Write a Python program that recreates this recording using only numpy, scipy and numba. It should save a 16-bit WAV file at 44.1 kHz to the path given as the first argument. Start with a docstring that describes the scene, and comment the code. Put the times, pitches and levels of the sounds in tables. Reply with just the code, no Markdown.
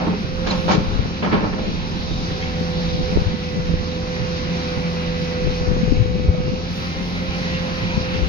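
"""An open building site: a crane's six-cylinder diesel works to the left of a phone with two ports.
One shaft drives exhaust, fan and nine-piston pump, so their pitches move together over the plant's roar.
Struck girders ring in their modes, chains clink, something squeals, and loose steel rattles as the load
is let go. Gusts buffet each port on its own, and the phone's gain control dips under the loudest sounds."""
import sys
import numpy as np
from scipy import signal
from scipy.fft import rfft, irfft
from scipy.io import wavfile
from scipy.ndimage import uniform_filter1d
from numba import njit

SR = 44100
rng = np.random.default_rng(int(sys.argv[2]) if len(sys.argv) > 2 else 0)


def to_wav(sig):
    """Store sig (one row per channel, or 1-D mono) as 16-bit WAV at the path in sys.argv[1].

    Samples outside -1..1 are clipped; the rate is SR.
    """
    pcm = np.clip(np.atleast_2d(sig), -1, 1) * 32767
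    pcm = np.round(pcm).astype(np.int16)
    wavfile.write(sys.argv[1], SR, pcm.T)  # frames by channels


N = 365148
T = np.arange(N) / SR
TREBLE_LAG, STEEL_LAG, HUM_LAG = 19, 13, 31  # samples by which the right port hears later

# The shaft sags under load and speeds up on release: (time [s], piston rate [Hz])
PISTON_RATE = [(0, 257), (1.1, 260.8), (1.5, 260), (1.75, 257.5), (2.4, 253.7), (2.7, 252.3), (3.16, 252.8),
               (3.4, 250), (4.08, 252.8), (4.5, 252.3), (4.8, 250.7), (5.6, 250.3), (6.4, 251), (6.65, 256),
               (6.85, 262.6), (8.28, 255.2)]
# Strength of two machine tones: (time [s], pump whine [dB], fan tone [dB])
TONE_LEVELS = [(0, -26, -28.5), (.25, -38.5, -29.5), (.35, -28, -34), (.55, -22.5, -28), (.7, -20, -30),
               (.85, -32, -31), (1.25, -34.5, -29), (1.55, -31, -29), (1.62, -23.5, -40),
               (1.75, -35.5, -30.5), (2.1, -36, -30.5), (2.35, -31, -32), (2.7, -29, -28.5),
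               (3.1, -24, -26), (3.4, -30, -30.5), (3.8, -28, -26.5), (4.2, -27, -28), (4.6, -26, -28),
               (4.9, -28, -25.5), (5.2, -25, -25), (5.6, -22.5, -27), (5.8, -22.5, -22), (5.93, -26, -27.5),
               (6.05, -25, -26.5), (6.3, -25.5, -28), (6.5, -24, -35), (6.66, -31.5, -33), (6.72, -40, -27),
               (6.78, -31, -31), (6.93, -33, -35), (7.0, -34, -30), (7.1, -37, -29.5), (7.17, -44, -31),
               (7.22, -30.5, -26), (7.3, -29.5, -31.5), (7.6, -27.5, -26), (7.9, -28, -27.5),
               (8.28, -24.5, -32)]
# Pump harmonics, plus an engine tone near 2340 Hz at 9.33: (multiple of piston rate [ratio], level [dB])
MACHINE_TONES = [(1, -39), (3, -56), (4, -58), (5, -61), (6, -60), (7, -60), (8, -58), (9, -59),
                 (9.33, -64), (10, -57), (11, -61)]
# Passing swells of those tones: (centre time [s], length [s], multiple [ratio], rise [dB])
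TONE_SWELLS = [(2.75, 1.4, 3, 12), (4.5, 2.4, 3, 7), (6.1, 1., 3, 9), (6.95, .5, 3, 8), (8.1, .4, 3, 9),
               (6.95, .3, 4, 8), (7.5, .9, 4, 11), (6.35, .35, 5, 12), (6.8, .4, 5, 11), (7.35, .7, 5, 10),
               (5.4, 1.2, 4, 5), (5.9, .7, 7, 7), (6.85, .3, 7, 10), (3.45, .4, 8, 7), (5.2, 1., 8, 9),
               (6.95, .35, 8, 10), (5.4, .6, 9, 6), (6.2, .7, 9, 10), (6.9, .2, 9, 8), (4.85, .6, 9.33, 13),
               (4.85, .6, 10, 6), (5.95, 1.2, 10, 9), (6.5, .25, 11, 10)]
# Upper layers of the roar: (time [s], top [dB], treble [dB], middle [dB])
ROAR_LEVELS = [(0, -40, -36.5, -36), (.3, -39.5, -40, -39), (.6, -35, -37.5, -33), (1.18, -37.5, -37, -36),
               (1.88, -37.5, -38.5, -36.5), (2.15, -35, -38.5, -36.5), (2.7, -36, -36.5, -36),
               (3.0, -35, -37.5, -37), (3.16, -36, -35.5, -34), (3.39, -37, -38.5, -38),
               (4.0, -37, -38, -37), (4.2, -35.5, -36.5, -35.5), (4.82, -37, -36.5, -34.5),
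               (5.55, -35, -36, -36.5), (6.1, -39.5, -39.5, -37.5), (6.6, -37.5, -38.5, -38),
               (6.8, -34.5, -37.5, -37.5), (7.22, -37.5, -38, -36.5), (7.5, -34, -35.5, -35),
               (7.79, -37.5, -35.5, -33.5), (7.95, -34, -34.5, -34), (8.28, -35.5, -35, -34)]
# Roar spectrum before each layer is set to its level: (frequency [Hz], relative density [dB])
ROAR_SPECTRUM = [(30, -6), (90, -13.5), (170, -6), (260, -16), (420, -17.5), (650, -28), (1050, -28),
                 (1550, -27.5), (2350, -27.5), (2900, -27.5), (3450, -29), (3850, -26), (5000, -30),
                 (6000, -33.5), (7300, -56)]
# Roar arriving straight from the machine: (frequency [Hz], share of power [0-1])
DIRECT_SHARE = [(60, .92), (170, .9), (330, .82), (520, .3), (700, .15), (900, .22), (1150, .68),
                (1600, .6), (2000, .22), (2600, .35), (3300, .38), (6000, .36)]
# Lead of the left port for that direct sound: (frequency [Hz], phase [rad])
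LEFT_LEAD = [(0, 0), (170, .7), (260, .2), (350, 0), (780, 1.3), (1210, 2.9), (1640, 3.2), (1890, 3.5),
             (2580, 6.8), (2840, 8.9), (3100, 9.8), (3530, 9.2), (3880, 11.3), (4480, 12.3), (6030, 15.6),
             (6630, 18.9)]
# Blows on steel: (time [s], level [dB], rise [ms], decay [s], low-pass corner [Hz], boom [dB], clang [dB])
BLOWS = [(.0, -25.5, 2, 0.086, 1490, -18, 1.5), (0.065, -26.5, 2.5, 0.064, 1500, 7, 5),
         (0.415, -37.5, 15, 0.17, 4020, -9, 2), (0.462, -24, 6, 0.039, 6100, -10, -2.5),
         (0.505, -26, 5, 0.056, 7000, -4.5, 5), (0.676, -19, 9.1, 0.048, 5400, -3, 10),
         (0.706, -19, 6, 0.045, 7500, -7, 0), (0.737, -26, 3.9, 0.025, 4970, 11, 4),
         (0.775, -29.5, 5, 0.035, 1500, 6.5, 3.5), (1.223, -21, 2.2, 0.051, 3220, -6, 0),
         (1.255, -28.5, 5.3, 0.088, 3000, 0, 7), (1.312, -17.5, 12, 0.038, 3430, 3, 0),
         (1.343, -23, 6, 0.068, 2600, -0.5, 1.5), (1.422, -24.5, 8.7, 0.056, 2200, -1, 4.5),
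         (1.526, -28.5, 3.7, 0.016, 3030, -2, -3), (1.58, -29, 8, 0.026, 1490, -5, -3),
         (1.608, -33.5, 5, 0.045, 786, -7, 1)]
# Girder resonances: (frequency [Hz], bandwidth [Hz], relative level [dB])
GIRDER_MODES = [(192, 28, 0.5), (309, 60, -3.5), (412, 34, -7), (584, 46, -13.5), (622, 28, -25),
                (748, 26, -19), (786, 19, -15.5), (898, 126, -8.5), (1057, 67, -12), (1300, 170, -13),
                (1705, 140, -16), (2300, 94, -14.5)]
# Broadband part of a blow: (frequency [Hz], relative density [dB])
CRASH_SPECTRUM = [(71, -35.5), (120, -21.5), (200, 1), (262, -7.5), (726, -11), (905, -13.5), (1580, -16.5),
                  (4780, -19.5), (6940, -25), (9020, -97), (15300, -120)]
# Wind strength: (time [s], rumble level [dB], left minus right [dB])
GUSTS = [(0, -41, -4.5), (.35, -33, -12), (.97, -24, 14), (1.2, -42, 5), (1.45, -30, -7), (1.71, -26, 0.5),
         (1.96, -36, -15.5), (2.15, -28.5, 0), (2.67, -39, -7), (2.8, -33, -11), (2.93, -28, -10),
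         (3.25, -31, -4.5), (3.39, -40.5, -6), (3.76, -25, 3), (3.89, -40, -12), (4.4, -37, -2),
         (5.3, -48, 1.5), (5.47, -25, 13.5), (5.6, -33, 3.5), (5.7, -23, 24), (5.83, -33, 7),
         (5.93, -22, 22), (6.08, -30, 12.5), (6.48, -26, -2), (6.57, -35.5, 12.5), (7.12, -44, 7),
         (7.7, -40.5, -6.5), (8.0, -31, 16), (8.08, -38, 10), (8.28, -30, 20)]
# Strong eddies: (time [s], port [0 left, 1 right], level [dB], pitch [Hz], width [ms], relative slap [dB])
EDDIES = [(.248, 1, -11, 92, 5, -10), (0.521, 1, -22, 260, 6.3, -12), (0.59, 1, -11, 168, 9.1, -8),
          (.782, 0, 0.5, 167, 5, -16), (0.819, 0, -16, 130, 7.7, -22), (.994, 0, -0.5, 91, 6.3, -11),
          (1.059, 0, -10.5, 127, 6.2, -2), (1.682, 0, -12, 200, 10.5, -3.5), (1.997, 1, -19, 92, 10, -11),
          (2.612, 0, -7, 171, 3.3, -10), (2.884, 0, -19, 202, 4.1, -9), (2.945, 0, -11, 170, 8, -10),
          (2.945, 1, -17, 141, 8.5, -2), (3.009, 1, -12, 201, 6.5, -21), (3.106, 1, -8.5, 153, 4, -17),
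          (3.127, 0, -7, 170, 4, -11), (3.161, 1, -3, 87, 4.6, -7), (3.173, 0, -9.5, 190, 8.7, 9.5),
          (3.184, 0, -4, 54.7, 13, -28), (3.22, 0, -1.5, 140, 2.9, -13), (3.27, 0, -4, 94, 11.7, -12.5),
          (3.315, 1, -13, 60, 8, -20), (3.332, 0, -21, 298, 4.4, -7), (3.342, 1, -10, 200, 6.8, -11),
          (3.584, 0, -13.5, 161, 12, -18), (3.607, 0, -16.5, 60, 10, -25), (3.696, 1, -8.5, 151, 7.9, -5),
          (3.74, 1, -3, 112, 4.9, -5), (3.809, 1, -14, 109, 9, -6), (4.776, 1, -7, 150, 3.7, -24),
          (5.474, 0, -6.5, 143, 7.3, -4.5), (5.49, 0, -12.5, 39.8, 16, -30), (5.506, 0, -11, 96, 7.6, -21),
          (5.615, 1, -11, 129, 5.3, -27), (5.676, 0, -9, 91, 9.4, -6), (5.689, 0, -10, 38, 15, -32),
          (5.715, 0, -1.5, 140, 4.7, -11), (5.734, 0, -13, 40, 15, -26), (5.767, 0, -13, 220, 5, 2.5),
          (5.807, 1, -12, 202, 8, -18), (5.834, 0, -1, 200, 5.5, -29), (5.879, 0, -2, 117, 4.3, -8),
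          (5.923, 0, -4.5, 248, 7, -3), (5.941, 0, -8, 60, 12, -30), (5.97, 1, -14, 100, 6, 0),
          (5.983, 0, -4.5, 90, 4.3, -14), (6.007, 0, 2, 107, 11.5, -33), (6.059, 0, -7, 93, 6, -5.5),
          (6.156, 0, -13, 179, 13, -2), (6.1, 0, -12, 171, 9.3, -19), (6.197, 0, -11.5, 211, 8.6, -2),
          (6.25, 0, -9, 131, 11.4, -9), (6.288, 1, -2.5, 65, 11, -7), (6.294, 0, 3.5, 77, 10.3, -10),
          (6.345, 0, -8, 140, 7.3, -17), (6.347, 1, -21, 603, 5.4, -2), (6.386, 0, -8.5, 150, 6.8, -15),
          (6.404, 1, -4, 170, 2.8, -8.5), (6.451, 0, -13, 130, 11, -24), (6.482, 0, -12.5, 134, 16, -3),
          (6.52, 1, -14, 220, 7.2, -14), (6.538, 0, -7, 190, 4.4, -12), (7.013, 0, -15.5, 194, 7, -15),
          (7.978, 0, -2, 166, 4.9, -14), (8.233, 0, -6, 50, 20, -13)]
# Chain links and plates: (centre time [s], level [dB], frequency [Hz], half-width [s])
CHAIN_CLINKS = [(0.51, -25.5, 4040, 0.0094), (1.627, -34.5, 632, 0.058), (2.149, -40, 3700, 0.092),
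                (2.439, -33, 2200, 0.024), (2.433, -39, 3220, 0.016), (4.16, -37, 1960, 0.041),
                (7.187, -39, 2050, 0.068), (7.35, -38.5, 807, 0.06), (7.36, -42, 2400, 0.062),
                (7.548, -34.5, 2770, 0.032), (7.512, -36, 1930, 0.077), (7.622, -42, 790, .04),
                (7.94, -37, 964, 0.044), (7.847, -38, 1940, 0.11), (7.928, -38, 2440, 0.085),
                (8.158, -38, 2740, 0.04)]
# Chatter of loose steel: (time [s], level [dB])
RATTLE_LEVELS = [(6.6, -69.5), (6.85, -43), (7.2, -42), (7.35, -42), (7.55, -40), (7.7, -42), (7.9, -36),
                 (8.05, -43), (8.17, -40), (8.28, -43)]
# Faint high hiss: (time [s], level [dB])
HISS_LEVELS = [(0, -66), (.3, -69), (.62, -61), (1.3, -72), (2.16, -67), (3.1, -65), (3.3, -69),
               (5.45, -65), (6.34, -73), (6.63, -70), (6.78, -57), (7.02, -64), (8.28, -64)]
# Bands of that hiss: (centre frequency [Hz], relative level [dB])
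HISS_SPECTRUM = [(10600, 0), (13600, -4)]


def undb(db):
    """Amplitude grows tenfold for every 20 dB."""
    return 10 ** (np.asarray(db) / 20)


def level(x, db):
    """Normalisation to unit rms, then a gain in dB."""
    return x * undb(db) / np.sqrt(np.mean(x ** 2))


def curves(table):
    """Linear interpolation of each column over time."""
    times, *columns = np.transpose(table)
    return [np.interp(T, times, column) for column in columns]


def at(table, hz):
    """Interpolation of a spectrum in log frequency."""
    freqs, values = np.transpose(table)
    return np.interp(np.log(hz), np.log(freqs), values)


def late(x, lag):
    """Propagation delay of lag samples."""
    return np.concatenate([np.zeros(lag), x[:-lag]])


def from_left(x, lag):
    """Path difference: sound from the left reaches the right port later."""
    return np.array([x, late(x, lag)])


def band(x, hz, width):
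    """Second-order resonance with unit gain at its centre."""
    return signal.lfilter(*signal.iirpeak(hz, hz / width, SR), x)


def walk(rate):
    """Slow random modulation: steps held 1 / rate s and smoothed twice, with a spread near 1."""
    hold = int(SR / rate)
    steps = np.repeat(rng.standard_normal(N // hold + 1), hold)
    return 1.42 * uniform_filter1d(uniform_filter1d(steps, hold), hold)[:N]


def tone(cycles, db):
    """Moving air modulates the amplitude and phase of a sine of given rms level."""
    amplitude = np.sqrt(2) * undb(db + .7 * walk(9))
    return amplitude * np.sin(2 * np.pi * cycles + .12 * walk(10) + 7 * rng.random())


def exhaust(firing_cycles):
    """Forced resonance: slightly uneven firing pulses drive the exhaust's low mode."""
    pulses = np.diff(np.floor(firing_cycles), prepend=0) * undb(1.5 * rng.standard_normal(N))
    hz, width = 86, 40
    return level(band(band(pulses, hz, width), hz, width), -33)


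def fan(piston_cycles, db):
    """Periodic blade passage gives a tone locked to the shaft."""
    blades_per_stroke = .677  # set by belt ratio and blade count
    return tone(blades_per_stroke * piston_cycles, db + 1.5 * walk(25))


def far_hum():
    """Amplitude modulation: a distant tone of steady pitch swells and fades."""
    return tone(218.7 * T, -38.5 + 3 * walk(2.325))


def machine_tones(piston_cycles, piston_hz, whine_db):
    """Shaft-locked tones: pump harmonics, the second a whine, and an engine tone that swells briefly."""
    loaded_hz = 252  # the whine is steadiest under load
    flicker_db = 1 + .25 * np.maximum(piston_hz - loaded_hz, 0)
    whine = tone(2 * piston_cycles, whine_db - flicker_db * np.abs(walk(14)))
    out = from_left(whine, lag=11) * undb([[-7.5], [0]])  # shadowed at the left port
    for multiple, db in MACHINE_TONES:
        swell_db = sum(rise * np.exp(-(2 * (T - centre) / length) ** 4)
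                       for centre, length, which, rise in TONE_SWELLS if which == multiple)
        sine = tone(multiple * piston_cycles, db + swell_db + 1.2 * walk(3))
        out += from_left(sine, lag=TREBLE_LAG if multiple > 5 else 10 if multiple > 1 else HUM_LAG)
    return out


def roar(firing_cycles):
    """Direct and diffuse fields: noise common to both ports throbs with the firings; the rest scatters."""
    swell_db = .3 * walk(6)
    throb = 1 + .1 * np.cos(2 * np.pi * firing_cycles)
    hz = np.maximum(np.fft.rfftfreq(N, 1 / SR), 1)
    share = at(DIRECT_SHARE, hz)
    split = np.sqrt([share, 1 - share, 1 - share])  # direct, diffuse left, diffuse right
    colour = undb(at(ROAR_SPECTRUM, hz))
    layers = np.zeros((4, 3, N))  # rumble, middle, treble, top
    for centre in 40 * 2 ** np.arange(0, 7.6, .5):  # each half-octave flickers on its own
        window = np.cos(np.clip(np.log2(hz / centre) * np.pi, -np.pi / 2, np.pi / 2))
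        noise = rng.standard_normal((3, len(hz))) + 1j * rng.standard_normal((3, len(hz)))
        fields = irfft(window * colour * split * noise, N)
        fields[0] *= throb
        layers[np.searchsorted([500, 1600, 3400], centre)] += fields * undb(swell_db + 1.2 * walk(20))
    top_db, treble_db, middle_db = curves(ROAR_LEVELS)
    levels_db, pans_db = [-28, middle_db, treble_db, top_db], [-.5, -.5, -1.5, -.5]
    delay = np.exp(-1j * np.interp(hz, *np.transpose(LEFT_LEAD)))
    out = 0
    for (direct, left, right), db, pan_db in zip(layers, levels_db, pans_db):
        ports = np.array([direct + left, irfft(rfft(direct) * delay, N) + right])
        out += level(ports, db) * undb([[pan_db / 2], [-pan_db / 2]])
    return out


def girder_bangs():
    """Modal response: each blow rattles the steel into a crash and a ring, scattered by the site."""
    out = np.zeros((2, N))
    size, knock = int(.5 * SR), int(.004 * SR)
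    t = np.arange(size) / SR
    freqs = np.maximum(np.fft.rfftfreq(size, 1 / SR), 20)
    for start, db, rise_ms, decay, corner_hz, boom_db, clang_db in BLOWS:
        attack = 1 - np.exp(-1000 * t / rise_ms)
        fall = np.exp(-(t / decay) ** 2) + .24 * np.exp(-t / .12)
        knocks = np.repeat(rng.standard_normal(size // knock + 1), knock)
        envelope = attack * fall * undb(1.8 * uniform_filter1d(knocks, knock)[:size])
        direct = from_left(rng.standard_normal(size), STEEL_LAG)
        scattered = rng.standard_normal((2, size))
        drive = (direct + scattered * [[1.85], [2.33]]) * envelope
        low_drive = (direct + .5 * scattered) * envelope  # low modes reach both ports nearly alike
        crash = irfft(rfft(drive) * undb(at(CRASH_SPECTRUM, freqs)) / (1 + (freqs / corner_hz) ** 4), size)
        head = int((decay + .015) * SR)  # the loud part of the blow
        ring = 0
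        for hz, width, mode_db in GIRDER_MODES:
            force, lift_db = (low_drive, boom_db) if hz < 450 else (drive, clang_db if hz < 1500 else 0)
            mode = band(band(force, hz, width), hz, 6 * width)
            ring += undb(mode_db + lift_db) * mode / np.std(mode[:, :head]) / (1 + (hz / corner_hz) ** 4)
        i = int(start * SR)
        out[:, i:i + size] += undb(db) * (crash / np.std(crash[:, :head]) + undb(-4) * ring)
    return out


def wind():
    """Turbulence is local: each port gets its own rumble, ragged flutter and eddies."""
    db, pan_db = curves(GUSTS)
    port_db = db + np.array([pan_db, -pan_db]) / 2
    air = rng.standard_normal((2, N))
    rumble = signal.sosfilt(signal.butter(2, [18, 80], "bandpass", fs=SR, output="sos"), air)
    flutter = signal.sosfilt(signal.butter(4, [90, 330], "bandpass", fs=SR, output="sos"), air)
    rumble_db = port_db + 2.2 * np.array([walk(16), walk(14)])
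    flutter_db = 1.1 * port_db - 7.5 + 4.5 * np.array([walk(35), walk(35)])  # grows faster in a gust
    return level(rumble, rumble_db) + level(flutter, flutter_db) + eddy_thumps(port_db)


def small_eddies(port_db, count=30):
    """A random point process: lesser eddies, likelier in strong wind, as rows like those of EDDIES."""
    odds = np.cumsum(undb(port_db.ravel()))
    port, sample = np.divmod(np.searchsorted(odds, rng.random(count) * odds[-1]), N)
    pitch, width, slap = rng.standard_normal((3, count))
    return np.transpose([np.clip(sample / SR, .1, T[-1]), port, np.full(count, -15),
                         97.4 * np.exp(.49 * pitch), 11.1 * np.exp(.26 * width), -18.5 + 3 * slap])


def eddy_thumps(port_db):
    """Pressure transients: an eddy's sharp front slaps one port, and a brief low thump follows."""
    out = np.zeros((2, N))
    half = 2600  # samples each side of an eddy
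    t = np.arange(-half, half) / SR

    def puff(hz, ms, phase=0, lag=0):
        """Gaussian wave packet, delayed by lag times its width."""
        return np.cos(2 * np.pi * hz * t + phase) * np.exp(-(1000 * t / ms - lag) ** 2)

    slap = puff(hz=390, ms=1.8, lag=.36) + undb(-9) * puff(hz=765, ms=.78)
    for time, port, db, hz, ms, slap_db in np.vstack([EDDIES, small_eddies(port_db)]):
        polarity, phase = rng.random(2) - .5
        thump = puff(hz, ms, phase, lag=.41)
        undertone = .5 * puff(.7 * hz, ms, phase - np.pi / 2, lag=.82)
        pulse = np.sign(polarity) * undb(db) * (thump + undertone + undb(slap_db) * slap)
        i = int(time * SR) - half
        out[int(port), i:i + len(t)] += pulse[:N - i]
    return out


def chain_clinks():
    """Narrow resonances: far links and plates each sound a short burst of band-limited noise."""
    out = np.zeros((2, N))
    t = np.arange(int(.1 * SR) * 2) / SR - .1
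    for centre, db, hz, half_width in CHAIN_CLINKS:
        ring = band(rng.standard_normal(len(t)), hz, width=.037 * hz)
        clink = level(ring, db) * np.exp(-(t / half_width) ** 2)
        i = int((centre - .1) * SR)
        out[:, i:i + len(t)] += from_left(clink, STEEL_LAG)[:, :N - i]
    return out


def squeal():
    """A linear chirp: one thin, high tone comes and goes, rising slightly as it fades."""
    centre_s, length_s, hz, rise_hz_per_s, fade_db_per_s = 6.08, .76, 6642, 30, 15
    t = T - centre_s
    chirp = tone(hz * T + rise_hz_per_s * t ** 2 / 2, -60.5 - fade_db_per_s * t + walk(5.7))
    return from_left(chirp * np.exp(-(2 * t / length_s) ** 4), TREBLE_LAG)


def steel_rattle():
    """Randomly modulated noise in a broad resonance: loose steel chatters as the load is let go."""
    hz, width = 2350, 1400
    noise = band(band(rng.standard_normal(N), hz, width), hz, width)
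    chatter = noise * undb(3 * walk(rate=40))
    return from_left(level(chatter, curves(RATTLE_LEVELS)[0]), lag=10)


def scene():
    """Superposition at the two ports, with one shaft timing exhaust, fan, pump and the roar's throb."""
    piston_hz = curves(PISTON_RATE)[0]
    piston_cycles = np.cumsum(piston_hz) / SR
    firing_cycles = piston_cycles / 3  # three firings and nine piston strokes a turn
    whine_db, fan_db = curves(TONE_LEVELS)
    hum = exhaust(firing_cycles) + fan(piston_cycles, fan_db) + far_hum()
    steady = from_left(hum, HUM_LAG) * undb([[-1.2], [0]])
    steady += machine_tones(piston_cycles, piston_hz, whine_db) + roar(firing_cycles)
    return steady + girder_bangs() + wind() + chain_clinks() + squeal() + steel_rattle()


@njit
def follow(x, attack_s, release_s, value):
    """Envelope detection with separate time constants for rise and fall."""
    envelope = np.empty(len(x))
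    for i in range(len(x)):
        value += (x[i] - value) / (SR * (attack_s if x[i] > value else release_s))
        envelope[i] = value
    return envelope


def record(dry):
    """Saturation, band limiting and faint hiss, then gentle compression led by the louder port."""
    mic_band_hz, top_hz, threshold = 7200, 15100, .12
    rounded = np.tanh(.8 * dry) / .78
    x = signal.sosfilt(signal.ellip(10, .5, 60, mic_band_hz, fs=SR, output="sos"), rounded)
    air = from_left(rng.standard_normal(N), TREBLE_LAG) + rng.standard_normal((2, N))
    hiss = sum(band(band(air, hz, 3000), hz, 3000) * undb(db + 1.5 * walk(24)) for hz, db in HISS_SPECTRUM)
    x += level(hiss, curves(HISS_LEVELS)[0])
    envelope = follow(np.abs(x).max(axis=0), attack_s=.074, release_s=.5, value=.14)
    x *= np.minimum(threshold / envelope, 1) ** .2
    return signal.sosfilt(signal.ellip(8, .2, 70, top_hz, fs=SR, output="sos"), x)


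dry = scene()
out = record(dry)
to_wav(out)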